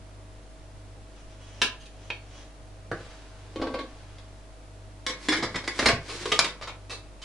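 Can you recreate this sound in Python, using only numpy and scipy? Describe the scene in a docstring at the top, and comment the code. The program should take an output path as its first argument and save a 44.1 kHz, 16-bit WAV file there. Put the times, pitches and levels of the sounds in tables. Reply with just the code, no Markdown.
"""A small kitchen with a humming fridge, heard from just above the worktop. A hand rubs softly,
a spoon knocks on a metal bowl and is laid aside, a jar is set down and slides briefly, and a hand or
sleeve brushes the worktop. The plastic lid of a food chopper is picked up, clatters down over the
steel bowl, seats on the base and is twisted until it snaps shut; fingers tap it last. Each impact
excites damped modes, each rub is a train of tiny slips, and the room adds its reflections to both."""
import sys
import numpy as np
from scipy import signal
from scipy.fft import rfft, irfft
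from scipy.io import wavfile

SR = 44100
rng = np.random.default_rng(int(sys.argv[2]) if len(sys.argv) > 2 else 0)


def dump_mix(stems):
    """Bounce the given channels to the path in sys.argv[1] as a 16-bit WAV at rate SR."""
    frames = np.atleast_2d(stems).T  # one column per channel
    limited = np.clip(frames, -1, 1)  # hard clip at full scale
    pcm = np.round(limited * 32767).astype(np.int16)
    wavfile.write(sys.argv[1], SR, pcm)


N = 319680
TAPS = 2 ** 14  # samples in an impulse response
TIME = np.arange(N) / SR


def amp(db):
    """Amplitude ratio of a level."""
    return 10 ** (np.asarray(db) / 20)


def unit(x):
    """Normalises to an energy of 1."""
    return x / np.sqrt(np.sum(x ** 2) + 1e-20)


def read(points, hz):
    """Interpolates on a log-frequency axis."""
    f, value = np.transpose(points)
    return np.interp(np.log(hz + 1), np.log(f + 1), value)


def filtered(x, gains):
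    """Zero-phase filtering by a gain curve in dB."""
    return irfft(rfft(x) * amp(read(gains, np.fft.rfftfreq(len(x), 1 / SR))), len(x))


def coloured(x, colour):
    """Spectral shaping to an rms of 1."""
    return np.sqrt(N) * unit(filtered(x, colour))


def stereo(mid, side, width):
    """Stereo width: a side signal, shaped by a gain curve in dB, is added to one channel and taken from the
    other."""
    side = filtered(side, width)
    return np.array([mid + side, mid - side])


def room_air():
    """Ambient noise: random pressure, partly coherent between the channels."""
    # Spectra of air and rumble, and side relative to mid: (frequency [Hz], level [dB])
    air = [(70, -25), (130, -4), (175, -6.5), (290, -5.5), (400, -7), (490, -6), (660, -7.5), (800, -10),
           (1160, -15), (4040, -22.5), (10500, -29.5)]
    rumble = [(15, 15.5), (35, -17), (60, 6), (125, 5.5), (170, -4), (300, -32.5)]
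    width = [(90, -3), (200, -8.5), (620, -15.5), (1100, 1), (2200, -4.5), (6000, -0.5)]
    mid, side = (amp(-54.5) * coloured(rng.standard_normal(N), air)
                 + amp(-57.5) * coloured(rng.standard_normal(N), rumble) for _ in range(2))
    return stereo(mid, side, width)


def fridge(crest_s=.19):
    """Beating: the motor runs just under mains speed, so their tones drift in and out of phase."""
    # Motor and mains tones: (frequency [Hz], rms level [dB])
    tones = [(49.25, -49), (98.5, -56.5), (100.0, -54), (300.0, -64), (640.2, -62)]
    return sum(amp(db) * np.sqrt(2) * np.cos(2 * np.pi * hz * (TIME - crest_s)) for hz, db in tones)


def kitchen(x, wet_db, pan_db, gap_s=0.0013, build_s=0.0027):
    """Reverberation: direct sound, then dense reflections from worktop, splashback and walls."""
    # Room decay: (frequency [Hz], T60 [s])
    decay = [(100, 0.38), (400, 0.33), (1500, 0.3), (4000, 0.24), (10000, 0.18)]
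    # Side relative to mid in the reflections: (frequency [Hz], level [dB])
    width = [(200, -72.5), (600, -29), (1300, -10), (2600, -1.5), (9000, 3)]
    t = np.arange(TAPS) / SR
    hz, frame_s, bands = signal.stft(rng.standard_normal((2, TAPS)), SR, nperseg=256)
    bands = bands * amp(-60 * frame_s / read(decay, hz)[:, None])
    tail = signal.istft(bands, SR)[1][:, :TAPS] * np.clip((t - gap_s) / build_s, 0, 1)
    response = amp(wet_db) * stereo(unit(tail[0]), unit(tail[1]), width)
    response[:, 0] += amp([pan_db / 2, -pan_db / 2])
    return signal.fftconvolve(x[None], response, axes=1)[:, :N]


def rubbing(strokes, colour, grain_db, rise_db_per_s, fade_db_per_s, slips_per_s=2500):
    """Sliding friction: tiny slips of uneven size; each stroke gathers speed, holds and dies away."""
    slips = rng.standard_normal(N) * (rng.random(N) < slips_per_s / SR)
    slips *= amp(grain_db * np.minimum(rng.exponential(1, N), 4))
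    level_db = np.max([db - rise_db_per_s * np.maximum(s - TIME, 0)
                       - fade_db_per_s * np.maximum(TIME - s - hold_s, 0)
                       for s, hold_s, db in strokes], axis=0)
    return kitchen(amp(level_db) * coloured(slips, colour), wet_db=0, pan_db=0) / np.sqrt(2)


def contact(chatter_s, bite):
    """Broadband contact force, as a spectrum: a first impulse, then chatter that swells and dies."""
    t = np.arange(TAPS) / SR
    chatter = rng.standard_normal(TAPS) * np.exp(-t / chatter_s) * (1 - np.exp(-t / (0.2 * chatter_s)))
    chatter[0] = bite
    whitened = irfft(np.exp(1j * np.angle(rfft(chatter))))
    return rfft(whitened * np.exp(-t / (10 * chatter_s)))


def strike_point(hz):
    """Modal coupling: the place struck favours some modes and starves others, a random gain in dB."""
    knots_hz = np.arange(0, SR / 2, 110)
    depth_db = np.interp(hz, [300, 2500], [2, 4.5])
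    return depth_db * np.interp(hz, knots_hz, rng.standard_normal(len(knots_hz)))


def causal(gain_db):
    """Minimum-phase response: nothing sounds before the blow."""
    log_gain = np.log(amp(np.r_[gain_db, gain_db[-2:0:-1]]))
    return np.exp(np.conj(signal.hilbert(log_gain)))[:len(gain_db)]


def knocks(blows, clack, modes, wet_db, pan_db, ring_db, free_db=0., bite=4.1,
           rebound_db=-51., rebound_s=.004, thud_hz=302., thud_octaves=0.9):
    """Impact excitation: a clack of quickly dying modes, a few that ring on, and one rebound."""
    t, hz, out = np.arange(TAPS) / SR, np.fft.rfftfreq(TAPS, 1 / SR), np.zeros((2, N))
    bass_cut_db = 10 * np.log10(1 + (70 / (hz + 1)) ** 4)
    body = unit(irfft(causal(read(clack, hz) - bass_cut_db)))
    ring = sum(amp(db) * unit(np.sin(2 * np.pi * f * t) * np.exp(-np.log(1000) * t / t60))
               for f, db, t60 in modes)
    octaves = np.log2((hz + 100) / 1500)
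    thud_band = np.exp(-(np.log2((hz + 1) / thud_hz) / thud_octaves) ** 2)
    delay = np.exp(-2j * np.pi * hz * rebound_s)
    heaviest_db = max(blow[1] for blow in blows)
    for s, db, tilt, thud_db, chatter_s in blows:
        rebound = amp(rebound_db - 2.4 * (heaviest_db - db))  # lighter blows hardly rebound
        touches = contact(chatter_s, bite) + rebound * delay * contact(chatter_s, bite)
        force = touches * causal(tilt * octaves + thud_db * thud_band + strike_point(hz))
        ringing = amp(ring_db + free_db * (s == blows[0][0]))  # first touch: hangs free or rests damped
        sound = unit(irfft(force * rfft(body + ringing * ring)))
        heard = kitchen(amp(db) * np.sqrt(SR / 100) * sound, wet_db, pan_db)  # level: energy over 10 ms
        span = out[:, round(s * SR):][:, :heard.shape[1]]
        span += heard[:, :span.shape[1]]
    return out


def hand():
    """Skin friction: brief, faint strokes of noise."""
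    # Strokes: (time [s], hold [s], level [dB])
    strokes = [(1.18, 0.021, -60), (1.31, 0.022, -60.5), (1.43, 0.23, -55.5), (2.02, 0.047, -56),
               (2.355, 0.035, -50)]
    # Friction spectrum: (frequency [Hz], level [dB])
    colour = [(300, 6), (1600, 0.5), (2200, 0), (3000, 3.5), (4500, -4.5), (6200, -1), (8000, -14),
              (11000, -21)]
    return rubbing(strokes, colour, grain_db=-0.5, rise_db_per_s=138, fade_db_per_s=170)


def spoon():
    """Free vibration of metal: the spoon strikes the bowl, then clinks as it is laid aside."""
    # Blows: (time [s], level [dB], tilt [dB/octave], thud [dB], chatter [s])
    on_bowl = [(1.617, -18, 0.26, -5, 0.0049), (1.800, -49.5, 4.5, -4, 0.025),
               (1.857, -49.5, 5.5, 8, .0075)]
    laid_down = [(2.1025, -28.5, 0, 0, .0054)]
    # Impact spectra: (frequency [Hz], level [dB])
    clack = [(120, -12.5), (350, -5), (1020, -6.5), (1180, -16), (1400, -1.5), (1750, -1), (2020, -14),
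             (2550, 2.5), (3200, 2.5), (4600, -9), (6300, -11.5), (7300, -20), (11000, -23)]
    clink = [(150, -16), (380, -11.5), (980, -5.5), (1180, -14), (1700, -6), (2030, -25), (2300, 3),
             (2560, 3.5), (2850, -16), (3120, -6.5), (4700, -22), (11000, -56)]
    # Ringing modes: (frequency [Hz], energy [dB], T60 [s])
    modes = [(1018, -14, 0.18), (1420, -18, 0.11), (1830, -15, 0.11), (2270, -7.5, 0.2), (2504, -3, 0.082),
             (2750, -12, 0.061), (3110, -13, 0.063), (3332, -32, 0.072), (4410, -17.5, 0.36),
             (5808, -23, 0.18), (6060, -27, 0.1)]
    out = knocks(on_bowl, clack, modes, wet_db=-1.5, pan_db=-3.5, ring_db=-7.5,
                 rebound_db=-6.5, rebound_s=.0022)
    return out + knocks(laid_down, clink, modes, wet_db=-5.5, pan_db=-3, ring_db=-3.5)


def jar_and_brush():
    """Impact and friction: the jar lands and slides briefly, then a hand or sleeve brushes the worktop."""
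    # Blow: (time [s], level [dB], tilt [dB/octave], thud [dB], chatter [s])
    landing = [(2.9152, -27.5, 0, 0, 0.0034)]
    # Impact and friction spectra: (frequency [Hz], level [dB])
    clack = [(60, 1.5), (120, 9.5), (220, -8), (480, 2.5), (800, -5.5), (1650, -4), (2300, -28),
             (4500, -27.5), (11000, -46)]
    colour = [(200, 6), (700, 7.5), (1500, 7), (2500, 3), (5000, 0.5), (11000, -16)]
    # Ringing modes: (frequency [Hz], energy [dB], T60 [s])
    modes = [(114, -7, 0.35), (400, -21, 0.14), (538, -14, 0.1), (1624, -6, 0.037)]
    # The jar's slide, then the brush: (time [s], hold [s], level [dB])
    strokes = [(2.95, .17, -53), (3.3, 0.78, -58.5)]
    out = knocks(landing, clack, modes, wet_db=-2, pan_db=-2, ring_db=0,
                 rebound_db=-5.5, rebound_s=.0043)
    return out + rubbing(strokes, colour, grain_db=-2, rise_db_per_s=600, fade_db_per_s=32)


def lid():
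    """Modal response of colliding parts: lid, bowl, base and latch each ring at their own frequencies."""
    # Blows: (time [s], level [dB], tilt [dB/octave], thud [dB], chatter [s])
    lifted = [(3.5595, -30, 2, 14, 0.0032), (3.597, -31.5, -4.5, 4, 0.0039), (3.616, -25, -1, 0, 0.011),
              (3.670, -31, -2, -4, 0.005), (3.7405, -27.5, -0.4, -3, 0.0069),
              (3.789, -31, 0.5, 3.5, 0.0078), (4.1852, -51, 4.5, -4, 0.0011)]
    on_bowl = [(5.0652, -25.5, 2.5, -0.5, 0.0042), (5.090, -31.5, 1.5, 5, 0.016),
               (5.2862, -19, 1, 11, 0.0044), (5.319, -21, -1, -14, 0.018), (5.362, -27, 0, 8.5, 0.021),
               (5.426, -23.5, -2.5, -1, 0.014), (5.544, -30.5, -5, -10, 0.01),
               (5.558, -28, -0.5, 2, 0.0058), (5.640, -39, -1.5, -4, 0.0099), (5.677, -26, 1, 3.5, 0.0042)]
    on_base = [(5.7905, -21, -2.5, -8, .0057), (5.822, -24, -5.5, -11, 0.011),
               (5.8585, -13.5, -2, -3, 0.0054), (5.885, -17.5, -2, -3, .008),
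               (5.930, -28, -14.5, 13, 0.0049)]
    latch = [(6.090, -33, 0.69, 13, 0.021), (6.2565, -27, -0.92, 20, 0.0046),
             (6.3185, -18.5, -0.33, 5, 0.0053), (6.394, -20.5, -1.7, -3, 0.0051),
             (6.4438, -25.5, 0.23, 6, 0.0072)]
    snap = [(6.3914, -13, 0.0055, 0, 0.0018)]
    fingers = [(6.613, -41, -3, 7, 0.0035), (6.623, -37.5, -2, -6, 0.0093), (6.674, -35.5, -3, -2, 0.01),
               (6.897, -33.5, .8, 9.5, 0.027), (7.218, -40, 2, -8, 0.024)]
    # Impact and friction spectra: (frequency [Hz], level [dB])
    lid_clack = [(80, -33), (170, -11.5), (270, 3), (400, -7.5), (500, 1.5), (720, -7.5), (1100, -14),
                 (2700, -19.5), (4000, -17), (6000, -33.5), (11000, -47)]
    bowl_clack = [(80, -14), (180, -7.5), (320, 0.5), (800, -7), (1050, -2.5), (1350, -7), (2200, 0.5),
                  (2620, -13), (3600, -7.5), (5200, -7.5), (5620, -18), (7000, -16), (11000, -29.5)]
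    base_clack = [(50, -3), (130, -11), (250, 1), (650, -2.5), (800, -3), (1150, 0.5), (1400, 0), (2000, 6),
                  (2800, -2.5), (4700, -1.5), (6500, -9), (11000, -16)]
    latch_clack = [(80, -11.5), (280, -12), (450, 1.5), (800, -4.5), (1150, 6), (1700, -2), (2400, 0),
                   (3200, -2), (4200, -2), (5600, -6), (7500, -14), (11000, -19.5)]
    snap_clack = [(250, -32), (420, -9), (1150, 2.5), (1650, -7), (3300, -13), (4100, 2), (4650, -1.5),
                  (5300, -1.5), (6000, -15), (6600, -3.5), (7250, -14.5), (11000, -19)]
    colour = [(88, -27), (150, 1), (183, -7.5), (382, 0.5), (598, -10), (1080, -8), (1610, -6.5),
              (2110, -6.5), (2610, -9.5), (4480, -7.5), (11000, -22), (14300, -40), (22000, -120)]
    # Ringing modes: (frequency [Hz], energy [dB], T60 [s])
    lid_modes = [(253, -5, 0.34), (297, -26, 0.31), (335, -9.5, 0.24), (463, -12, 0.41), (533, -6, 0.11),
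                 (596, -32, .22), (1120, -2, 0.22), (1563, -10, 0.079), (2143, -13.5, 0.075),
                 (3400, -34, 0.11)]
    bowl_modes = [(345, -12, 0.06), (512, -15.5, 0.22), (1080, -18, 0.29), (1703, -12, 0.19),
                  (2010, -29, .15), (2190, -12, .26), (3160, -22, 0.11), (3470, -16, 0.04),
                  (3914, -12.5, 0.025), (4600, -32, 0.068), (5630, -14, 0.067)]
    base_modes = [(248.6, -23, 0.3), (440, -30, 0.098), (667, -28, 0.19), (684, -17, 0.1),
                  (1116, -29, 0.18), (1224, -17.5, 0.079), (1670, -26, 0.24), (1900, -30, 0.2),
                  (3330, -19, 0.094)]
    latch_modes = [(445, -17, 0.16), (500, -14.5, 0.27), (1120, -8.5, .13), (1230, -13, 0.09),
                   (2316, -18, 0.043), (3240, -18, 0.072), (3900, -8, 0.014)]
    # Grazing the rim, sliding down, pushed home, twisted: (time [s], hold [s], level [dB])
    strokes = [(5.25, 0.0059, -43), (5.5, .22, -53), (5.79, 0.09, -36.5), (6.09, 0.37, -41)]
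    out = knocks(lifted, lid_clack, lid_modes, wet_db=-1.5, pan_db=0.7, ring_db=-4, free_db=-6, bite=3.7)
    out += knocks(on_bowl, bowl_clack, bowl_modes, wet_db=-3, pan_db=-1.2, ring_db=-6.5,
                  free_db=15, bite=3.2, rebound_db=-6, rebound_s=.005)
    out += knocks(on_base, base_clack, base_modes, wet_db=-4, pan_db=-1, ring_db=0.5,
                  bite=2.7, rebound_db=-1.5, rebound_s=.0043, thud_hz=126)
    out += knocks(latch, latch_clack, latch_modes, wet_db=-4, pan_db=0, ring_db=-4.5,
                  bite=4.2, rebound_db=3.5, rebound_s=.003, thud_hz=400, thud_octaves=0.54)
    out += knocks(snap, snap_clack, latch_modes, wet_db=-10.5, pan_db=1, ring_db=-13.5)
    out += knocks(fingers, latch_clack, latch_modes, wet_db=-0.5, pan_db=-0.5, ring_db=-10.5)
    return out + rubbing(strokes, colour, grain_db=-2.5, rise_db_per_s=206, fade_db_per_s=239)


def scene():
    """Superposition: the handled things sound over the steady kitchen."""
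    return spoon() + jar_and_brush() + hand() + lid() + room_air() + fridge()


def record(dry, ceiling=.8, edge_hz=11080):
    """Hard clipping of peaks above the ceiling, then band limiting."""
    low_pass = signal.firwin(401, edge_hz, window=("kaiser", 8), fs=SR)
    return signal.oaconvolve(np.clip(dry, -ceiling, ceiling), low_pass[None], "same", axes=1)


dry = scene()
out = record(dry)
dump_mix(out)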